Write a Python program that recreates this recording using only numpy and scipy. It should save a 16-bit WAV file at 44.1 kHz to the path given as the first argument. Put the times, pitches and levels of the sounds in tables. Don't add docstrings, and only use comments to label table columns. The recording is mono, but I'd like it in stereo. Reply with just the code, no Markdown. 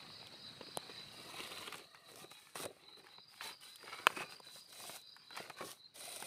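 import numpy as np
from scipy import signal
from scipy.fft import rfft, irfft, next_fast_len
from scipy.ndimage import uniform_filter1d, map_coordinates
import sys
import numpy as np
from scipy import signal
from scipy.fft import rfft, irfft, next_fast_len
from scipy.io import wavfile
from scipy.ndimage import uniform_filter1d, map_coordinates

SR = 44100
rng = np.random.default_rng(int(sys.argv[2]) if len(sys.argv) > 2 else 0)


def unload_audio(sound):
    columns = np.transpose(np.atleast_2d(sound))
    steps = np.round(np.clip(columns, -1, 1) * 32767)
    wavfile.write(sys.argv[1], SR, steps.astype(np.int16))


N = 276066
TIME = np.arange(N) / SR
FFT_SIZE = next_fast_len(N, real=True)
FFT_HZ = np.fft.rfftfreq(FFT_SIZE, 1 / SR)

# start_s, rise_s, hold_s, release_s, soil_db, leaves_db, grit_db, tip_db
STROKES = [(1.03, 0.44, .17, .2, -58, -51, -56, -56.5), (1.34, 0.054, 0.036, .08, -65, -49.5, -64, -52.5),
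           (1.66, 0.013, 0.13, 0.13, -62.5, -54.5, -63, -63), (1.8, 0.038, 0.26, .1, -85, -80, -73.5, -81),
           (1.935, 0.013, 0.013, 0.12, -72, -62, -71, -66.5),
           (2.04, 0.053, 0.13, 0.2, -63.5, -61.5, -62.5, -69.5),
           (2.16, 0.013, 0.057, .05, -75, -59.5, -59, -76),
           (2.3, 0.011, 0.067, 0.97, -81.5, -63, -63.5, -74.5),
           (2.545, 0.021, 0.07, 0.042, -54.5, -49.5, -47.5, -59),
           (2.635, 0.011, .015, 0.11, -52.5, -65, -79, -67),
           (2.77, 0.0081, 0.16, 0.034, -79, -67, -102, -75.5),
           (2.965, 0.024, 0.0091, 0.042, -65, -61, -67.5, -76),
           (3.03, 0.0087, 0.093, 0.13, -91, -62, -73, -71),
           (3.275, 0.061, 0.089, 0.029, -81, -62, -65, -98),
           (3.403, 0.053, 0.02, 0.1, -55.5, -44.5, -49.5, -68),
           (3.6, 0.036, 0.055, 0.2, -93, -58.5, -58.5, -69.5),
           (3.78, 0.098, 0.31, 0.36, -61, -52.5, -62, -65), (3.915, 0.02, 0.017, 0.059, -70, -51, -82, -60),
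           (4.072, 0.005, 0.05, 0.1, -63, -53, -57.5, -70),
           (4.148, 0.028, 0.044, 0.084, -54.5, -42.5, -57, -58),
           (4.28, 0.026, 0.025, 0.12, -66.5, -54, -63.5, -75),
           (4.42, 0.039, 0.036, 0.055, -71, -57, -67, -78),
           (4.49, 0.059, 0.039, 0.14, -73.5, -62, -56.5, -86),
           (4.67, 0.23, 0.067, 0.07, -65, -56, -51, -76), (4.98, 0.021, 0.16, .15, -92.5, -82, -75.5, -82),
           (5.17, 0.054, 0.11, .1, -90, -65.5, -75, -83),
           (5.31, 0.08, 0.051, 0.22, -59.5, -48.5, -59.5, -77),
           (5.56, 0.038, 0.051, 0.11, -55.5, -51, -58.5, -78),
           (5.63, 0.059, 0.022, 0.079, -62.5, -52.5, -50.5, -75),
           (5.94, 0.06, 0.35, 0.094, -64, -58, -52, -67.5), (6.0, 0.3, .05, .1, -70, -54, -68, -70)]
STROKE_SOIL, STROKE_LEAVES, STROKE_GRIT, STROKE_TIP = 4, 5, 6, 7
# time_s, level_db
STIR = [(0, -58), (.55, -64.5), (.95, -54), (1.3, -76), (1.9, -78), (3.25, -75), (4.5, -86), (5.25, -74.5),
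        (5.9, -92.5)]
# start_s, soil_db, leaves_db, grit_db, grit_side_db, ring_hz
CLICKS = [(0.029, -55, -49.5, -77, 0, 2470), (0.102, -68, -53, -75, 0, 1850),
          (0.2277, -51, -47.5, -80, 0, 750), (0.2707, -46.5, -71, -54.5, 7, 3400),
          (0.3381, -47.5, -52, -77, 0, 586), (0.61, -45, -40.5, -70, 1, 490),
          (0.631, -49, -54, -74, 0, 330), (0.667, -49, -47.5, -66, 0, 296), (0.685, -49, -58, -77, 0, 437),
          (0.895, -44.5, -50.5, -76, 1, 433), (1.342, -41, -53, -70, 0, 750),
          (1.404, -44, -45, -48.5, 1, 2650), (1.5177, -63, -41.5, -56, 0, 2540),
          (1.575, -58, -41.5, -55.5, 0.5, 2790), (1.5827, -43, -43.5, -49, 14, 1150),
          (1.624, -56, -46, -54, 0, 1200), (1.6751, -43, -37.5, -50, -4, 1750),
          (1.679, -39.5, -41.5, -60, -6, 3200), (1.7246, -67, -36, -46.5, 8, 1910),
          (1.7425, -37, -37, -51, -1, 1080), (1.755, -66, -53, -49, 0, 2200),
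          (1.782, -63, -53, -49, 6, 2600), (1.795, -57, -49.5, -56, 5, 423),
          (1.9468, -54, -46.5, -62, 4, 1260), (2.089, -60, -57, -64, 0, 1390),
          (2.117, -51, -61, -58, 0, 471), (2.158, -54, -57, -47.5, 0, 1470),
          (2.2427, -46, -51, -59, 4, 385), (2.3145, -49, -44.5, -52, -2, 1115),
          (2.5562, -38.5, -37, -45, 0, 666), (2.601, -50, -46, -49, 0, 1400),
          (2.634, -46, -48, -51, 0, 750), (2.654, -39, -39.5, -40, -4, 657),
          (2.6597, -34, -60, -58, 2, 553), (2.7061, -49, -61, -86, 2, 425),
          (2.766, -56, -60.5, -74, -2, 565), (3.0432, -60, -55, -73, 8, 1320),
          (3.0687, -75, -51, -62, -1, 1740), (3.1835, -48, -54, -99, -1, 980),
          (3.4097, -51, -41, -72, -2, 1740), (3.6113, -73, -62, -56, -10, 2500),
          (3.7585, -65, -75, -46, -6, 1310), (3.83, -47, -53, -58, 4, 1450),
          (3.8794, -64, -44.5, -68, -5, 1700), (3.946, -59, -49, -70, -3, 1130),
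          (4.102, -41, -40.5, -59, -1, 1150), (4.171, -37.5, -39, -59, -11, 340),
          (4.2059, -35.5, -40, -66, -5, 780), (4.401, -46, -65, -56.5, -4, 990),
          (4.559, -62, -54, -74, -12, 587), (4.728, -69, -50.5, -51.5, 12, 1480),
          (4.803, -53, -52, -60, 0, 750), (4.8389, -46.5, -50, -64, 0, 1130),
          (4.852, -47, -52, -66, 0, 705), (4.8947, -40.5, -42, -63.5, 6, 663),
          (5.015, -92, -87, -58, -7.5, 2120), (5.165, -72, -49.5, -58.5, 1, 1700),
          (5.3061, -50, -45, -60, -10, 1520), (5.3666, -57, -42, -45.5, -11, 970),
          (5.3734, -59, -32.5, -47, -1, 1020), (5.4016, -36.5, -43, -70, -2, 666),
          (5.4985, -41, -34.5, -51.5, -10, 1050), (5.608, -38, -40.5, -67, 1, 570),
          (5.613, -45, -41.5, -70, -2, 386), (5.6245, -60, -44, -67, -4, 1340),
          (5.7157, -66, -55, -44, 10, 2200), (5.961, -57, -56.5, -50, -8, 760),
          (6.008, -64, -54, -47.5, -6, 1900), (6.055, -66, -50, -48, -1, 2500),
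          (6.125, -63, -50, -45, -12, 3280), (6.1615, -66, -48, -43, -6, 3300),
          (6.202, -49, -51, -44, -4, 821), (6.2243, -36.5, -38, -42.5, -3, 824)]
CLICK_SOIL, CLICK_LEAVES, CLICK_GRIT = 1, 2, 3
# frequency_hz, gain_db
SOIL_TONE = [(30, -48), (60, -26.5), (100, -0.5), (160, 1), (250, -2), (400, 5), (620, 2.5), (760, 0.5),
             (1100, -56.5), (2500, -78)]
LEAF_TONE = [(60, -55.5), (300, -33.5), (600, -33.5), (760, 1), (920, 0.5), (1100, 4), (1450, 3),
             (2000, 0.5), (2500, 3.5), (3200, -3), (4300, -2.5), (5300, -12.5), (7000, -18), (12000, -51)]
GRIT_TONE = [(60, -50.5), (400, -23), (1500, -20.5), (3300, 4), (4500, 0.5), (5800, 0.5), (7200, -5),
             (8300, 2), (9200, 4.5), (10300, -1.5), (11600, -3), (13000, -4.5), (15000, -7.5),
             (16000, -18.5)]
# time_s, side_db
GRIT_SIDE = [(0, 3), (2.5, 0), (5.7, -1), (6.1, -3.5)]
# frequency_hz, side_db
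GRIT_BALANCE = [(5000, 1), (7000, -1.5), (8200, 4.5), (9300, -6.5), (11000, -3), (15000, 1)]
# time_s, lead_ms
RIGHT_LEAD = [(0, -0.3), (1.85, -0.28), (2.15, 0.16), (2.6, 0.11), (3.4, 0.055), (4.07, 0.13), (5.3, 0.14),
              (6.1, 0.21)]

# start_s, rise_s, hold_s, release_s, hollow_db, rasp_db
DRAGS = [(2.545, 0.019, .09, 0.046, -63, -69.5), (4.7, 0.18, 0.072, 0.074, -56.5, -78),
         (5.94, 0.072, 0.3, 0.55, -55.5, -48.5)]
# start_s, rise_s, hold_s, release_s, level_db
SLIDES = [(1.1, 0.25, 0.25, 0.3, -58), (1.8, 0.03, 0.25, 0.15, -67.5), (2.66, 0.009, 0.03, 0.13, -70)]
# pitch_hz, width_hz, gain_db
BLADE_HOLLOW = [(660, 280, -8.5), (1360, 88, -16), (1700, 90, -28), (2066, 180, -9.5), (2440, 330, -9)]
BLADE_RASP = [(9250, 890, 0)]
BLADE_TIP = [(420, 510, -0.5), (1150, 390, -2.5), (1984, 170, 5), (2790, 330, 2)]
BLADE_RING = [(670, 140, -2.5), (1190, 190, 0), (1874, 140, 2.5), (2770, 160, -6)]
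# start_s, rise_s, hold_s, release_s, level_db
EARTH_SHIFTS = [(2.662, 0.008, 0.018, 0.12, -60), (2.838, 0.011, 0.081, 0.063, -69),
                (2.966, 0.012, 0.019, 0.04, -64), (3.026, 0.011, 0.013, 0.033, -64.5)]
# pitch_hz, width_hz, gain_db
EARTH_BODY = [(400, 160, 3), (570, 110, -10.5)]

# start_s, ring_db, tick_db
SNAP_AND_ECHO = [(4.069, -12, -23), (4.072, -23, -33)]
# pitch_hz, level_db, fade_s (to fall 60 dB), right_lead_ms, side_db
SNAP_NOTES = [(483, -15, 0.035, .05, -2), (640, -10, 0.018, 0.21, -8), (1145, 1, 0.01, 0.16, -1),
              (1450, 9, 0.0062, 0.16, 2.5), (1680, -14, 0.021, 0.22, 1.5), (2570, 3.5, 0.0081, -0.063, -5),
              (2830, -7, 0.0084, 0.12, 3), (3000, -3.5, 0.011, 0.072, -1), (4120, -20.5, 0.04, 0.071, -6.5),
              (5380, -23.5, 0.012, 0.11, 1)]
# frequency_hz, gain_db
KNOCK_TICK_TONE = [(2000, -21), (3200, 6), (4500, -6), (6500, -9), (8500, 1), (9700, 8.5), (11500, -1),
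                   (15000, -9)]
# start_s, level_db, pitch_hz
THUDS = [(0.612, -49, 176), (0.7732, -42.5, 216), (1.592, -48.5, 190), (4.0689, -48, 148.7),
         (4.557, -58, 120), (5.606, -49, 138), (6.224, -48, 222)]

# pitch_hz, width_hz, gain_db
LOW_SONG = [(4000, 120, -8), (3860, 210, -4.5), (4070, 330, -11.5)]
MIDDLE_SONG = [(4270, 220, 3.5), (4586, 240, 0)]
HIGH_SONG = [(4775, 270, 6), (5010, 200, -1.5), (4450, 180, -9.5)]
THIN_SONG = [(8150, 380, 0)]
# middle_s, length_s, whistle_db, rasp_db, pitch_hz
LOW_CHIRPS = [(0.012, 0.11, -59, -65, 4010), (0.204, 0.26, -59, -66, 3993), (0.479, 0.16, -55, -57, 4054),
              (0.774, 0.31, -56, -63, 4030), (1.0, 0.28, -54.5, -61, 4015), (1.288, .24, -63, -66, 3930),
              (1.581, 0.2, -55.5, -62, 4020), (1.839, 0.18, -69, -67.5, 4050),
              (2.092, 0.15, -63, -64, 4012), (2.333, 0.34, -62, -61.5, 3886), (2.619, 0.23, -59, -58, 3980),
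              (2.92, 0.27, -60.5, -59.5, 4030), (3.175, 0.24, -61, -59.5, 4033),
              (3.46, 0.22, -55, -58, 4003), (3.71, 0.24, -58.5, -61, 4025), (3.96, 0.26, -63, -61, 4000),
              (4.272, 0.22, -57.5, -72, 4010), (4.53, 0.28, -57.5, -59, 4010),
              (4.787, 0.26, -59.5, -61, 4024), (5.054, 0.31, -61.5, -62, 4016),
              (5.33, 0.26, -59, -60.5, 4000), (5.562, 0.17, -61.5, -62, 4030),
              (5.828, 0.17, -62.5, -64.5, 4034), (5.858, 0.04, -55.5, -66, 4180),
              (6.099, 0.3, -55, -58.5, 4015)]
# time_s, level_db
LOW_LEVEL = [(0, -60), (1.0, -58), (1.6, -57), (1.9, -68), (2.5, -75), (4.6, -74), (4.92, -59.5),
             (5.2, -74.5), (5.45, -70.5), (6.26, -69)]
# time_s, level_db
MIDDLE_LEVEL = [(0, -60.5), (1, -62), (1.7, -62.5), (2.15, -75.5), (3.2, -76.5), (5.5, -72.5), (5.85, -73),
                (6.26, -78.5)]
# time_s, top_db, dip_db (the drop between chirps)
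HIGH_LEVEL = [(0, -57.5, 11), (1.0, -57.5, 11), (1.5, -62.5, 10), (1.949, -83, 5.57), (2.85, -83, 6.6),
              (3.25, -63, 2), (4.3, -60, 6.4), (5.401, -60, 9.6), (5.85, -90, 5.7), (6.051, -76, 6.9),
              (6.26, -84, 8)]
# time_s, level_db
THIN_LEVEL = [(0, -78.5), (1.05, -75), (1.5, -90), (2, -105)]
# frequency_hz, gain_db
AIR_TONE = [(25, -28.5), (60, -6), (130, 7.5), (200, 4.5), (400, -2.5), (900, -5), (1500, -4.5), (3000, -8),
            (5500, -12), (7000, -21), (9000, -15.5), (12000, -26.5), (15000, -26)]
# time_s, level_db
HUSH_LEVEL = [(0, -59.5), (1.1, -58), (1.7, -68), (2, -73.5), (6.26, -71.5)]


def ground():
    big_crumbs = crumbling(per_s=45, spread_db=2.5, rubbing=0, jerk_db=1, shared=0.69)
    return soil() + leaves(big_crumbs) + grit(big_crumbs) + click_rings()


def soil():
    crunch = crumbling(per_s=800, spread_db=2.1, rubbing=0.54, jerk_db=3.1, shared=0.57)
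    crunch = unit(patchy(crunch, depth_db=2.3, width_hz=220, size=512))
    breaks = amp(-17) * clicks(CLICK_SOIL, spray=1, decay_s=0.0058, shared=0.93)
    return colour(effort(STROKE_SOIL, stir_db=-8) * crunch + breaks, SOIL_TONE)


def leaves(big_crumbs):
    rustle = crumbling(per_s=1100, spread_db=5, rubbing=1, jerk_db=2, shared=0.71, apart_hz=2110)
    rustle = patchy(rustle, depth_db=1.6, width_hz=350)
    rustle = unit(patchy(rustle, depth_db=4.4, width_hz=130, size=4096))
    strokes = effort(STROKE_LEAVES) * (amp(-1.5) * rustle + amp(-12) * big_crumbs)
    breaks = amp(-7.5) * clicks(CLICK_LEAVES, spray=1, decay_s=0.0059, shared=0.69)
    breaks = cut(breaks, 2600, "lowpass", order=1)
    return colour(strokes + breaks, LEAF_TONE)


def grit(big_crumbs):
    hiss = crumbling(per_s=3000, spread_db=2.3, rubbing=0.94, jerk_db=1.47, shared=0.34)
    hiss = unit(patchy(hiss, depth_db=2, width_hz=700)) * pan(follow(GRIT_SIDE)[0])
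    strokes = effort(STROKE_GRIT, stir_db=-12.5) * (amp(1.32) * hiss + amp(-11.5) * big_crumbs)
    breaks = amp(-7.5) * clicks(CLICK_GRIT, spray=0.78, decay_s=0.0028, shared=0.16, sided=True)
    return shape_tone(colour(strokes + breaks, GRIT_TONE), pan(look_up(GRIT_BALANCE, FFT_HZ)))


def crumbling(per_s, spread_db, rubbing, jerk_db, shared, apart_hz=9000):
    sizes = amp(spread_db * np.minimum(rng.exponential(1, N), 4))
    happens = rng.random(N) < per_s / SR
    breaks = unit(rng.choice([-1., 1.], (3, N)) * sizes * happens)
    texture = breaks + rubbing * rng.standard_normal((3, N))
    shared = shared / (1 + (FFT_HZ / apart_hz) ** 2)
    both_sides = irfft(stereo(rfft(texture, FFT_SIZE), shared), FFT_SIZE)[:, :N]
    return both_sides * amp(jerk_db * flutter(35))


def clicks(column, spray, decay_s, shared, sided=False, size=900):
    out, t = np.zeros((2, N)), np.arange(size) / SR
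    for row in CLICKS:
        start_s, *_, side_db, _ = row
        burst = spray * unit(noise(shared, size) * np.exp(-t / decay_s))
        burst[:, 0] += np.sqrt(size) / 2
        add(out, start_s, amp(row[column]) * unit(burst) * (pan(side_db) if sided else 1))
    return out


def click_rings(decay_cycles=1.78, size=2500):
    out, t = np.zeros((2, N)), np.arange(size) / SR
    for start_s, soil_db, leaves_db, _, _, pitch_hz in CLICKS:
        cycles = t * pitch_hz
        ring = np.sin(2 * np.pi * cycles) * np.exp(-cycles / decay_cycles) * (1 - np.exp(-cycles / .5))
        add(out, start_s, amp(max(soil_db, leaves_db) - 17.5) * unit(ring))
    return out


def pressing(strokes, column, release_db=24.5):
    power = np.zeros(N)
    for row in strokes:
        start_s, rise_s, hold_s, release_s = row[:4]
        age = TIME[round(start_s * SR):] - start_s
        pressure = np.clip(age / rise_s, 0, 1) ** 0.62
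        fade_db = release_db * np.clip((age - rise_s - hold_s) / release_s, 0, 10)
        power[N - len(age):] += (pressure * amp(row[column] - fade_db)) ** 2
    return np.sqrt(power)


def effort(column, stir_db=0):
    return np.hypot(pressing(STROKES, column), amp(follow(STIR)[0] + stir_db))


def blade():
    grains = crumbling(per_s=710, spread_db=2.4, rubbing=0.44, jerk_db=0.89, shared=0.63)
    hollow = drifting(resonate(grains, BLADE_HOLLOW), depth=0.036, rate_hz=5) * pressing(DRAGS, column=4)
    grains = crumbling(per_s=700, spread_db=3.2, rubbing=0.35, jerk_db=1.3, shared=0.34)
    rasp = resonate(grains, BLADE_RASP) * pressing(DRAGS, column=5) * amp(-7) * pan(-25)
    grains = crumbling(per_s=900, spread_db=3.5, rubbing=0.424, jerk_db=3, shared=0.92, apart_hz=2500)
    tip = drifting(resonate(grains, BLADE_TIP), depth=.018, rate_hz=3) * effort(STROKE_TIP, stir_db=-20.5)
    grains = crumbling(per_s=1200, spread_db=2.2, rubbing=0.6, jerk_db=1.1, shared=0.76)
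    ring = resonate(grains, BLADE_RING) * pressing(SLIDES, column=4)
    return hollow + rasp + tip + ring


def drifting(sound, depth, rate_hz):
    position = np.cumsum(1 + depth * flutter(rate_hz))
    return np.array([map_coordinates(side, [position], order=3, mode="reflect") for side in sound])


def damp_earth():
    crumbs = crumbling(per_s=400, spread_db=2.4, rubbing=0.4, jerk_db=1, shared=0.74)
    return resonate(crumbs, EARTH_BODY) * pressing(EARTH_SHIFTS, column=4)


def at_digging_spot(sound):
    shift = follow(RIGHT_LEAD)[0] / 1000 * SR / 2
    positions = np.arange(N) - shift, np.arange(N) + shift
    return np.array([map_coordinates(side, [at], order=3) for side, at in zip(sound, positions)])


def snap(size=3000):
    ring, tick, t = np.zeros((2, N)), np.zeros((2, N)), np.arange(size) / SR
    wood = 0
    for pitch_hz, level_db, fade_s, lead_ms, side_db in SNAP_NOTES:
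        age = np.maximum(t + np.array([[-1], [1]]) * lead_ms / 1000 / 2, 0)
        opening = 1 - np.exp(-age / 0.00019)
        note = amp(level_db - 60 * age / fade_s) * np.sin(2 * np.pi * pitch_hz * age)
        wood = wood + note * opening * pan(side_db)
    for start_s, ring_db, tick_db in SNAP_AND_ECHO:
        add(ring, start_s, amp(ring_db) * wood)
        add(tick, start_s, amp(tick_db) * noise(0.17, size) * np.exp(-t / 0.0013))
    return cut(ring, 530, "highpass") + colour(tick, GRIT_TONE)


def knock_and_thuds(knock_s=.7727, side_db=-26, size=300):
    body, tick, t = np.zeros((2, N)), np.zeros((2, N)), np.arange(size) / SR
    add(body, knock_s, amp(-22) * thump(pitch_hz=705, decay_s=0.00044) * pan(side_db))
    spray = 0.11 * rng.standard_normal(size) * np.exp(-t / 0.00028)
    add(tick, knock_s, amp(-36.5) * unit((t == 0) + spray))
    for start_s, level_db, pitch_hz in THUDS:
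        add(body, start_s, amp(level_db) * thump(pitch_hz, decay_s=0.0019))
    return cut(body, 120, "highpass") + colour(tick, KNOCK_TICK_TONE) * pan(side_db)


def thump(pitch_hz, decay_s, size=2500):
    t = np.arange(size) / SR
    return np.sin(2 * np.pi * pitch_hz * t) * t / decay_s * np.exp(1 - t / decay_s)


def low_insects():
    rasp_db = 20 * np.log10(np.hypot(chirp_swells(column=3), amp(follow(LOW_LEVEL)[0])))
    rasp = wings(rasp_db, LOW_SONG, flutter_db=2.86, shared=0.075, side_db=2.8)
    middle_s, *_, pitch_hz = np.transpose(LOW_CHIRPS)
    nearest_chirp = np.searchsorted((middle_s[1:] + middle_s[:-1]) / 2, TIME)
    tone = whistle(pitch_hz[nearest_chirp], waver_hz=12.79, per_s=33, sharp=0.37, uneven_db=1.7, echo=0.37)
    return rasp + tone * chirp_swells(column=2) * pan(5)


def chirp_swells(column):
    gain = np.zeros(N)
    for row in LOW_CHIRPS:
        middle_s, length_s = row[:2]
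        arch = np.cos(np.pi * np.clip((TIME - middle_s) / length_s, -.5, .5)).clip(0)
        gain += amp(row[column]) * arch ** 1.4
    return gain


def high_insects(first_s=.165, period_s=.2615):
    top_db, dip_db = follow(HIGH_LEVEL)
    off_beat = 2 * abs(((TIME - first_s) / period_s + .5) % 1 - .5)
    level_db = top_db - dip_db * np.sin(np.pi / 2 * off_beat) ** 2.8
    tone = whistle(pitch_hz=4990, waver_hz=52, per_s=21, sharp=2.68, uneven_db=2, echo=.3)
    pips = tone * amp(level_db - 8.5) * pan(-2)
    return wings(level_db, HIGH_SONG, flutter_db=3.2, shared=0.062, side_db=-2) + pips


def whistle(pitch_hz, waver_hz, per_s, sharp, uneven_db, echo):
    beat = np.cumsum(per_s * (1 + .12 * flutter(8))) / SR
    pulses = abs(np.sin(np.pi * beat)) ** sharp * amp(uneven_db * flutter(per_s))
    phase = 2 * np.pi * np.cumsum(pitch_hz + waver_hz * (flutter(22) + .7 * flutter(4))) / SR
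    sides = [np.sin(angle) * (1 + echo * flutter(90)) + np.cos(angle) * echo * flutter(90)
             for angle in (phase, phase + np.pi / 2)]
    return unit(pulses * np.array(sides))


def far_insects():
    middle = wings(follow(MIDDLE_LEVEL)[0], MIDDLE_SONG, flutter_db=4.1, shared=0.075, side_db=.6)
    thin = wings(follow(THIN_LEVEL)[0], THIN_SONG, flutter_db=1.5, shared=0.23, side_db=0.27)
    return middle + thin


def wings(level_db, song, flutter_db, shared, side_db):
    rasp = resonate(noise(shared), song)
    loudness = np.sqrt(uniform_filter1d(rasp ** 2, size=440) + .01)
    steadier = rasp / loudness ** .35
    return unit(steadier * amp(flutter_db * flutter(100))) * amp(level_db) * pan(side_db)


def night_air():
    hush = unit(patchy(noise(shared=0.047), depth_db=2.9, width_hz=300, size=512))
    return amp(follow(HUSH_LEVEL)[0]) * colour(hush, AIR_TONE)


def amp(db):
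    return 10 ** (np.asarray(db) / 20)


def unit(x):
    return x / np.sqrt(np.mean(x ** 2) + 1e-20)


def look_up(table, hz):
    row_hz, value = np.transpose(table)
    return np.interp(np.log(hz + 1), np.log(row_hz + 1), value)


def follow(table):
    time_s, *columns = np.transpose(table)
    return [np.interp(TIME, time_s, column) for column in columns]


def add(mix, start_s, sound):
    part = mix[:, round(start_s * SR):][:, :sound.shape[-1]]
    part += sound[..., :part.shape[1]]


def pan(side_db):
    gains = np.array([amp(side_db / 2), amp(-side_db / 2)]).reshape(2, -1)
    return gains / np.sqrt(np.mean(gains ** 2, 0))


def stereo(x, shared):
    return np.sqrt(shared) * x[0] + np.sqrt(1 - shared) * x[1:]


def noise(shared, size=N):
    return stereo(rng.standard_normal((3, size)), shared)


def flutter(rate_hz):
    return unit(np.interp(TIME * rate_hz * 2, np.arange(4096), rng.standard_normal(4096)))


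def patchy(x, depth_db, width_hz, size=256):
    bands = signal.stft(x, nperseg=size)[2]
    bands_wide = max(1, round(width_hz * size / SR))
    patches = uniform_filter1d(rng.standard_normal(bands.shape[1:]), bands_wide, axis=0)
    patches = unit(uniform_filter1d(patches, size=3, axis=1))
    return signal.istft(bands * amp(depth_db * patches), nperseg=size)[1][:, :N]


def colour(x, tone, size=2048):
    log_gain = np.log(amp(look_up(tone, abs(np.fft.fftfreq(size, 1 / SR)))))
    taps = np.fft.ifft(np.exp(np.conj(signal.hilbert(log_gain)))).real
    return signal.oaconvolve(x, taps[None] / np.linalg.norm(taps), axes=1)[:, :N]


def shape_tone(x, gains):
    return irfft(rfft(x, FFT_SIZE) * gains, FFT_SIZE)[:, :N]


def resonate(x, peaks):
    gains = sum(amp(gain_db) / (1 + ((FFT_HZ - pitch_hz) / (width_hz / 2)) ** 2) ** 1.5
                for pitch_hz, width_hz, gain_db in peaks)
    return unit(shape_tone(x, gains))


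def cut(x, hz, kind, order=2):
    return signal.sosfilt(signal.butter(order, hz, kind, fs=SR, output="sos"), x)


def scene():
    digging = at_digging_spot(ground() + blade() + damp_earth()) + snap() + knock_and_thuds()
    return digging + low_insects() + high_insects() + far_insects() + night_air()


def record(dry):
    return signal.oaconvolve(dry, signal.firwin(255, 15600, window=("kaiser", 8), fs=SR)[None], "same")


dry = scene()
out = record(dry)
unload_audio(out)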